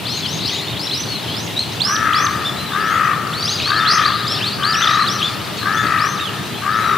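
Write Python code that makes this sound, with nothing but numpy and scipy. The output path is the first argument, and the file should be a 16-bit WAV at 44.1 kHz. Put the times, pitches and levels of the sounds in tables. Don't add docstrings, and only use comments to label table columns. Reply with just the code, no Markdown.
import sys
import numpy as np
from scipy import signal
from scipy.fft import rfft, irfft
from scipy.io import wavfile
from scipy.ndimage import uniform_filter1d

SR = 44100
rng = np.random.default_rng(int(sys.argv[2]) if len(sys.argv) > 2 else 0)


def store_wav(level_fs):
    pcm = np.round(np.clip(np.atleast_2d(level_fs), -1, 1) * 32767)
    wavfile.write(sys.argv[1], SR, pcm.T.astype(np.int16))


def voltage_ratio(decibels):
    exponent = np.asarray(decibels, float) / 20
    return 10 ** exponent


N = 307377

# f/Hz, density/dB per Hz
WATER_SPECTRUM = [(24, -53), (45, -31), (62, -23.5), (82, -5.5), (117, -1), (202, -3), (253, -7.5),
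                  (407, -9), (480, -12), (973, -13), (1500, -17.5), (3000, -15), (6500, -26.5),
                  (15600, -31), (15900, -90)]
# f/Hz, likeness/1
WATER_LIKENESS = [(60, 0.39), (130, 0.86), (290, 0.51), (640, 0.52), (1400, 0.62), (3100, 0.71),
                  (6800, 0.16), (15000, 0.056)]
# f/Hz, left minus right/dB
WATER_LEAN = [(60, 0.5), (240, 1.5), (950, 3), (3770, 0.5), (15000, -0.5)]
# f/Hz, level/dB
HOLLOWS = [
    (113, -40.5),
    (300, -43.5),
    (399, -44),
]

LEFT_CALLS = {"swoop": [(5.062, .09, 4460, 6080, -24)], "climb": [(1.712, .052, 5000, 6940, -35),
              (5.215, 0.071, 3300, 3590, -20.5)], "arch": [(4.837, 0.012, 2880, 3700, -17),
              (3.6, .05, 3600, 2900, -31.5), (.915, .03, 3900, 4300, -23.5)],
              "glide": [(.868, 0.0081, 4000, 4000, -18), (1.105, 0.035, 2750, 3030, -33),
              (1.279, 0.076, 3000, 3470, -30), (2.325, 0.029, 3300, 3850, -31),
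              (2.728, 0.037, 3630, 3600, -31), (3.043, .039, 5810, 6170, -36),
              (3.315, 0.0085, 4240, 4370, -28), (3.794, 0.04, 3550, 3630, -26),
              (3.874, 0.058, 5360, 6360, -29), (5.763, .059, 3390, 3550, -29.5),
              (5.863, 0.0099, 4440, 4500, -27), (6.42, 0.057, 5500, 6660, -38),
              (6.54, 0.049, 3000, 3520, -35)]}
LEFTMOST_CALLS = {"cheep": [(.04, 0.15, 3420, 6680, -28), (.243, .129, 4280, 6680, -27.5),
                  (.768, .097, 4160, 5580, -27), (5.715, 0.11, 5400, 6860, -31)],
                  "climb": [(.385, 0.21, 3450, 7020, -29)], "arch": [(.089, 0.11, 3900, 4300, -29),
                  (.922, 0.071, 3580, 3920, -30), (2.569, 0.13, 3800, 4110, -32),
                  (4.823, 0.018, 2920, 3720, -22)], "glide": [(.224, 0.047, 3450, 2900, -25),
                  (5.568, .024, 7460, 2960, -34), (.448, 0.036, 3610, 5130, -24),
                  (.524, 0.082, 3640, 3870, -32), (.894, .008, 3980, 3980, -22),
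                  (1.083, .094, 4390, 3980, -28.5), (1.763, 0.019, 3460, 3530, -34),
                  (2.164, 0.057, 3360, 3400, -29.5), (3.12, .042, 3280, 3550, -37),
                  (3.269, .007, 4080, 4890, -25), (3.404, 0.064, 5000, 6460, -30),
                  (4.31, 0.07, 2900, 3730, -30), (4.808, 0.021, 2610, 3440, -21),
                  (5.566, 0.038, 4560, 4120, -31), (5.61, 0.035, 4100, 4130, -31)]}
AHEAD_CALLS = {"cheep": [(4.042, 0.039, 3720, 4810, -22)], "climb": [(3.325, .113, 4070, 4680, -28.5)],
               "swoop": [(3.468, .086, 3420, 4980, -23.5), (4.263, 0.075, 4880, 5490, -22.5),
               (4.628, .083, 4020, 4840, -20), (5.973, .155, 4380, 6340, -27.5)],
               "arch": [(.49, 0.085, 4200, 1850, -31.5), (2.446, 0.055, 3440, 3580, -22),
               (3.675, 0.036, 3260, 4710, -24.5)], "glide": [(1.563, 0.056, 3640, 4300, -21),
               (1.62, .02, 4320, 3700, -24.5), (4.474, 0.0138, 4630, 3110, -27),
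               (2.798, 0.17, 4440, 6870, -35.5), (4.402, 0.091, 2220, 4650, -23),
               (3.438, 0.11, 4580, 6700, -22), (3.615, .1, 3530, 4670, -25.5),
               (3.758, 0.039, 3870, 4730, -23.5), (3.878, 0.079, 3920, 5430, -19),
               (4.858, 0.11, 4440, 6650, -29), (5.436, 0.03, 4380, 6120, -39),
               (6.36, 0.27, 3510, 4130, -39), (6.724, 0.092, 4280, 6860, -36),
               (6.808, 0.19, 3940, 3550, -36), (6.858, .1, 5780, 5500, -40)]}
RIGHT_CALLS = {"cheep": [(.902, 0.12, 3740, 6200, -23.5), (1.335, .124, 4050, 6700, -30.5),
               (1.796, .152, 4270, 6050, -19), (2.129, .122, 4240, 6270, -22.5),
               (3.85, .117, 3140, 6370, -21)], "arch": [(.673, 0.07, 3590, 3680, -32)],
               "glide": [(1.704, .008, 4100, 3500, -37), (4.728, 0.11, 5100, 6180, -22.5),
               (4.83, 0.033, 6150, 3760, -31), (4.868, 0.018, 3880, 2620, -22.5),
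               (2.51, .026, 4000, 4210, -42), (3.42, 0.025, 3390, 4820, -25.5),
               (4.519, 0.028, 4400, 4870, -31), (4.905, .16, 3660, 4150, -27.5),
               (5.072, 0.0253, 3960, 3100, -21.5), (6.169, 0.025, 3950, 3220, -35),
               (6.198, 0.1, 3780, 2660, -28)]}
PERCH_PAN_DB = [4, 5, 2, -5]
# f/Hz, level/dB
SYRINX = [(2000, -5.5), (3300, -1.5), (4200, -0.5), (5000, -2.5), (6000, -6), (6900, -11)]
FALLS = {"cheep": (165000, 2350, 1.6, -8), "swoop": (52000, 2300, 1.3, -9)}

# start t/s, end t/s, opening voice level/dB, closing voice level/dB, upper partials level/dB
CAWS = [
    (1.85, 2.305, -17.5, -15.5, -1),
    (2.7, 3.168, -17.5, -14.5, -3),
    (3.655, 4.115, -16.5, -15, -1),
    (4.58, 5.065, -17, -14.5, -3),
    (5.61, 6.1, -17.5, -16.5, 0),
    (6.615, 7.08, -16, -14.5, -6.5),
]
# share of caw/1, main partial f/Hz, effort level/dB, rattle rate/Hz
OPENING_VOICE = [(0, 1100, -14, 70), (.05, 1250, -7, 70), (.075, 1120, -7, 70), (.12, 1180, 0, 72),
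                 (.24, 1300, -3, 105), (.38, 1310, -2, 115), (.5, 1255, -4, 115), (.57, 1230, -30, 110)]
# share of caw/1, main partial f/Hz, effort level/dB, rattle rate/Hz
CLOSING_VOICE = [(.36, 1340, -30, 60), (.48, 1310, -2, 57), (.7, 1250, 0, 53), (.92, 1195, -1, 44),
                 (.98, 1100, -5, 41), (1.0, 1060, -16, 40)]
# f/Hz, level/dB
THROAT = [(900, -9), (1150, -1), (1300, 0), (1500, -3), (1780, 0), (2050, -5), (2500, -3), (3200, -12)]

# t/s, level/dB
FLOCK_LEVEL = [(0, -34.5), (.5, -28), (1.0, -31.5), (1.5, -32.5), (2.0, -35.5), (2.5, -35), (3.0, -36.5),
               (3.3, -40.5), (3.6, -24.5), (4.1, -27.5), (4.5, -28.5), (5.0, -27), (5.5, -34), (5.999, -36),
               (6.5, -37.5), (6.97, -36)]
# f/Hz, level/dB
FLOCK_COLOUR = [(1500, -30), (2300, -13), (3200, 0), (4200, 1.5), (5200, -8.5), (6500, -17), (8000, -35)]
# f/Hz, t60 t/s
WOOD_T60 = [(800, 0.18), (1500, 2.57), (3000, 0.19), (6000, 0.43), (10000, 0.6)]


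def evened(x):
    return x / np.sqrt(np.mean(x ** 2) + 1e-20)


def read(points, hz):
    f, value = np.transpose(points)
    return np.interp(np.log(hz + 1), np.log(f + 1), value)


def add(mix, start_s, sound, pan_db):
    part = mix[:, round(start_s * SR):][:, :len(sound)]
    gain = voltage_ratio(np.array([[pan_db / 2], [-pan_db / 2]]))
    part += sound[:part.shape[1]] * gain


def wander(size, smooth):
    noise = rng.standard_normal(size + -size % 8000)[:size]
    smoothed = uniform_filter1d(noise, int(smooth))
    return evened(uniform_filter1d(smoothed, int(smooth)))


def resonate(x, hz, width_hz):
    carrier = np.exp(2j * np.pi * np.cumsum(hz * np.ones(x.shape[-1])) / SR)
    r = np.exp(-np.pi * width_hz / SR)
    return 2 * (carrier * signal.lfilter([1 - r], [1, -r], x / carrier)).real


def water(level_db=-26, patchy_db=1.2, flicker_db=.45, swell_db=.25):
    frames, hz = N // 128 + 5, np.fft.rfftfreq(512, 1 / SR)
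    a, b, c, d, patches = rng.standard_normal((frames, 257, 5)).T
    patches = uniform_filter1d(patches, size=8, axis=0)
    patches = evened(uniform_filter1d(patches, size=16, axis=1))
    field_db = patchy_db * patches
    field_db = field_db + flicker_db * wander(frames, 8.5) * (hz[:, None] > 2000)
    field_db = field_db + swell_db * wander(frames, 220)
    z = np.array([a + 1j * b, c + 1j * d]) * voltage_ratio(field_db)
    left, other = rfft(signal.istft(z, nperseg=512, noverlap=384)[1][:, :N])

    hz = np.fft.rfftfreq(N, 1 / SR)
    same = np.clip(read(WATER_LIKENESS, hz), 0, 1)
    right = same * left + np.sqrt(1 - same ** 2) * other
    lean_db = read(WATER_LEAN, hz) / 2
    pair = np.array([left * voltage_ratio(lean_db), right * voltage_ratio(-lean_db)])
    return voltage_ratio(level_db) * evened(irfft(pair * voltage_ratio(read(WATER_SPECTRUM, hz)), N))


def hollows(width_hz=13.6):
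    hum = 0
    for push, (hz, level_db) in zip(rng.standard_normal((len(HOLLOWS), N)), HOLLOWS):
        ring = resonate(resonate(push, hz, width_hz), hz, width_hz)
        hum = hum + voltage_ratio(level_db - 1.0) * evened(ring)
    return hum


def contour(kind, length_s, first_hz, far_hz):
    scoop_hz, scoop_share, bend = 2300, .11, 1.45
    u = np.arange(0, 1, 1 / SR / length_s)
    if kind == "arch":
        way = np.sin(np.pi * u) ** .55 - .4 * u ** 3
    elif far_hz > first_hz:
        way = 1 - (1 - u) ** bend
    else:
        way = u ** (bend + .5)
    hz = first_hz + (far_hz - first_hz) * way
    fade_db = 0 * u
    if kind in ("cheep", "swoop", "climb"):
        hz = hz - (first_hz - scoop_hz) * np.exp(-u / scoop_share)
    if kind in FALLS:
        speed, bottom_hz, curve, dip_db = FALLS[kind]
        v = np.arange(0, 1, speed / (far_hz - bottom_hz) / SR)
        hz = np.append(hz, far_hz - (far_hz - bottom_hz) * v ** curve)
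        fade_db = np.append(fade_db, dip_db * np.sin(np.pi * v))
    return hz, fade_db


def whistle(t, hz, level_db, overtones, waver=.0095, tremble_db=3.4):
    hz = uniform_filter1d(hz, size=220, mode="nearest")
    level_db = level_db + 4 * np.clip(-np.gradient(hz) / 2, 0, 1)
    hz = hz * (1 + waver * wander(len(t), 39))
    phase = 2 * np.pi * np.cumsum(hz) / SR
    tone = np.sin(phase)
    for ratio, overtone_db in overtones:
        tone = tone + voltage_ratio(overtone_db + 4 * wander(len(t), 400)) * np.sin(ratio * phase)
    edge = np.clip(np.minimum(t - t[0], t[-1] - t) / .004, 0, 1)
    return np.sqrt(2) * voltage_ratio(level_db + tremble_db * wander(len(t), 132)) * tone * edge


def songbirds(wide_hz=1500):
    out = np.zeros((2, N))
    perches = [LEFT_CALLS, LEFTMOST_CALLS, AHEAD_CALLS, RIGHT_CALLS]
    for perch, pan_db in zip(perches, PERCH_PAN_DB):
        for kind, rows in perch.items():
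            for start_s, length_s, first_hz, far_hz, effort_db in rows:
                hz, fade_db = contour(kind, length_s, first_hz, far_hz)
                wide = abs(far_hz - first_hz) > wide_hz
                overtones = [(2, -25)] if wide else [(3 / 2, -25), (2, -26)]
                level_db = effort_db + fade_db + read(SYRINX, hz)
                add(out, start_s, whistle(np.arange(len(hz)) / SR, hz, level_db, overtones), pan_db)
    return out


def crow_voice(share, table, upper_db, partials, depth, swing):
    at, *columns = np.transpose(table)
    hz, effort_db, rate_hz = (np.interp(share, at, c) for c in columns)
    cycle = np.cumsum(rate_hz * (1 + .05 * wander(len(share), 400))) / SR
    bent_hz = hz * (1 + swing * (cycle % 1 - .5) + .015 * wander(len(share), 40))
    hz = uniform_filter1d(bent_hz, size=60)
    phase = 2 * np.pi * np.cumsum(hz) / SR
    rattle = (1 - depth * np.cos(2 * np.pi * cycle)) * voltage_ratio(wander(len(share), 200))
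    main = voltage_ratio(read(THROAT, hz)) * np.sin(phase)
    upper = sum(voltage_ratio(db + read(THROAT, k * hz)) * np.sin(k * phase) for k, db in partials)
    hiss = rng.standard_normal(len(share))
    breath = voltage_ratio(-12) * evened(resonate(resonate(hiss, 1450, 900), 1450, 900))
    return voltage_ratio(effort_db) * rattle * (main + voltage_ratio(upper_db) * upper + breath)


def caw(start_s, end_s, opening_db, closing_db, upper_db):
    share = np.arange(0, 1, 1 / SR / (end_s - start_s))
    # ratio to the main one, level/dB
    opening_partials = [(2 / 3, -16), (4 / 3, -1), (5 / 3, -16)]
    closing_partials = [(3 / 2, -6), (2, -11), (5 / 2, -22)]
    opening = crow_voice(share, OPENING_VOICE, upper_db, opening_partials, depth=.55, swing=.12)
    closing = crow_voice(share, CLOSING_VOICE, upper_db, closing_partials, depth=.45, swing=.22)
    both = voltage_ratio(opening_db) * opening + voltage_ratio(closing_db) * closing
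    return both * signal.windows.tukey(len(share), .04)


def crow(pan_db=6.5):
    out = np.zeros((2, N))
    for row in CAWS:
        add(out, row[0], caw(*row), pan_db)
    return out


def flock(count=420):
    out = np.zeros((2, N))
    for when, long, low, arch, turn, loud, side in rng.random((count, 7)):
        t = np.arange(0, .04 + .11 * long, 1 / SR)
        bow = np.sin((1.4 + 1.7 * turn) * (t / t[-1]) ** 1.3)
        hz = (2100 + 1700 * low) * (1 + (0.19 + .7 * arch) * bow)
        call = whistle(t, hz, 7 * loud + read(FLOCK_COLOUR, hz), [])
        add(out, when * N / SR, call, 4 + 6 * (side - .5))
    far = evened(0.92 * out + wood(out))
    return far * voltage_ratio(np.interp(np.arange(N) / SR, *np.transpose(FLOCK_LEVEL)))


def wood(x):
    taps = np.zeros((2, SR))
    slots = np.arange(900, SR - 20, 20)
    at = slots + rng.integers(0, 20, (2, len(slots)))
    np.put_along_axis(taps, at, rng.choice([-1., 1.], at.shape), 1)
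    taps = taps + 4.0 * taps[:1]
    hz, t, z = signal.stft(taps, SR, nperseg=256)
    decay = voltage_ratio(-60 * t / read(WOOD_T60, hz)[:, None])
    tail = signal.istft(z * decay, SR, nperseg=256)[1]
    tail = tail / np.linalg.norm(tail, axis=1)[:, None]
    return signal.fftconvolve(x, tail, axes=1)[:, :N]


def scene():
    near, caws = songbirds(), crow()
    echo = wood(voltage_ratio(-4) * near + voltage_ratio(-11) * caws)
    return water() + hollows() + near + caws + flock() + echo


def band_limit(x):
    return signal.sosfilt(signal.butter(12, 15760, fs=SR, output="sos"), x)


def record(dry):
    return band_limit(dry)


dry = scene()
out = record(dry)
store_wav(out)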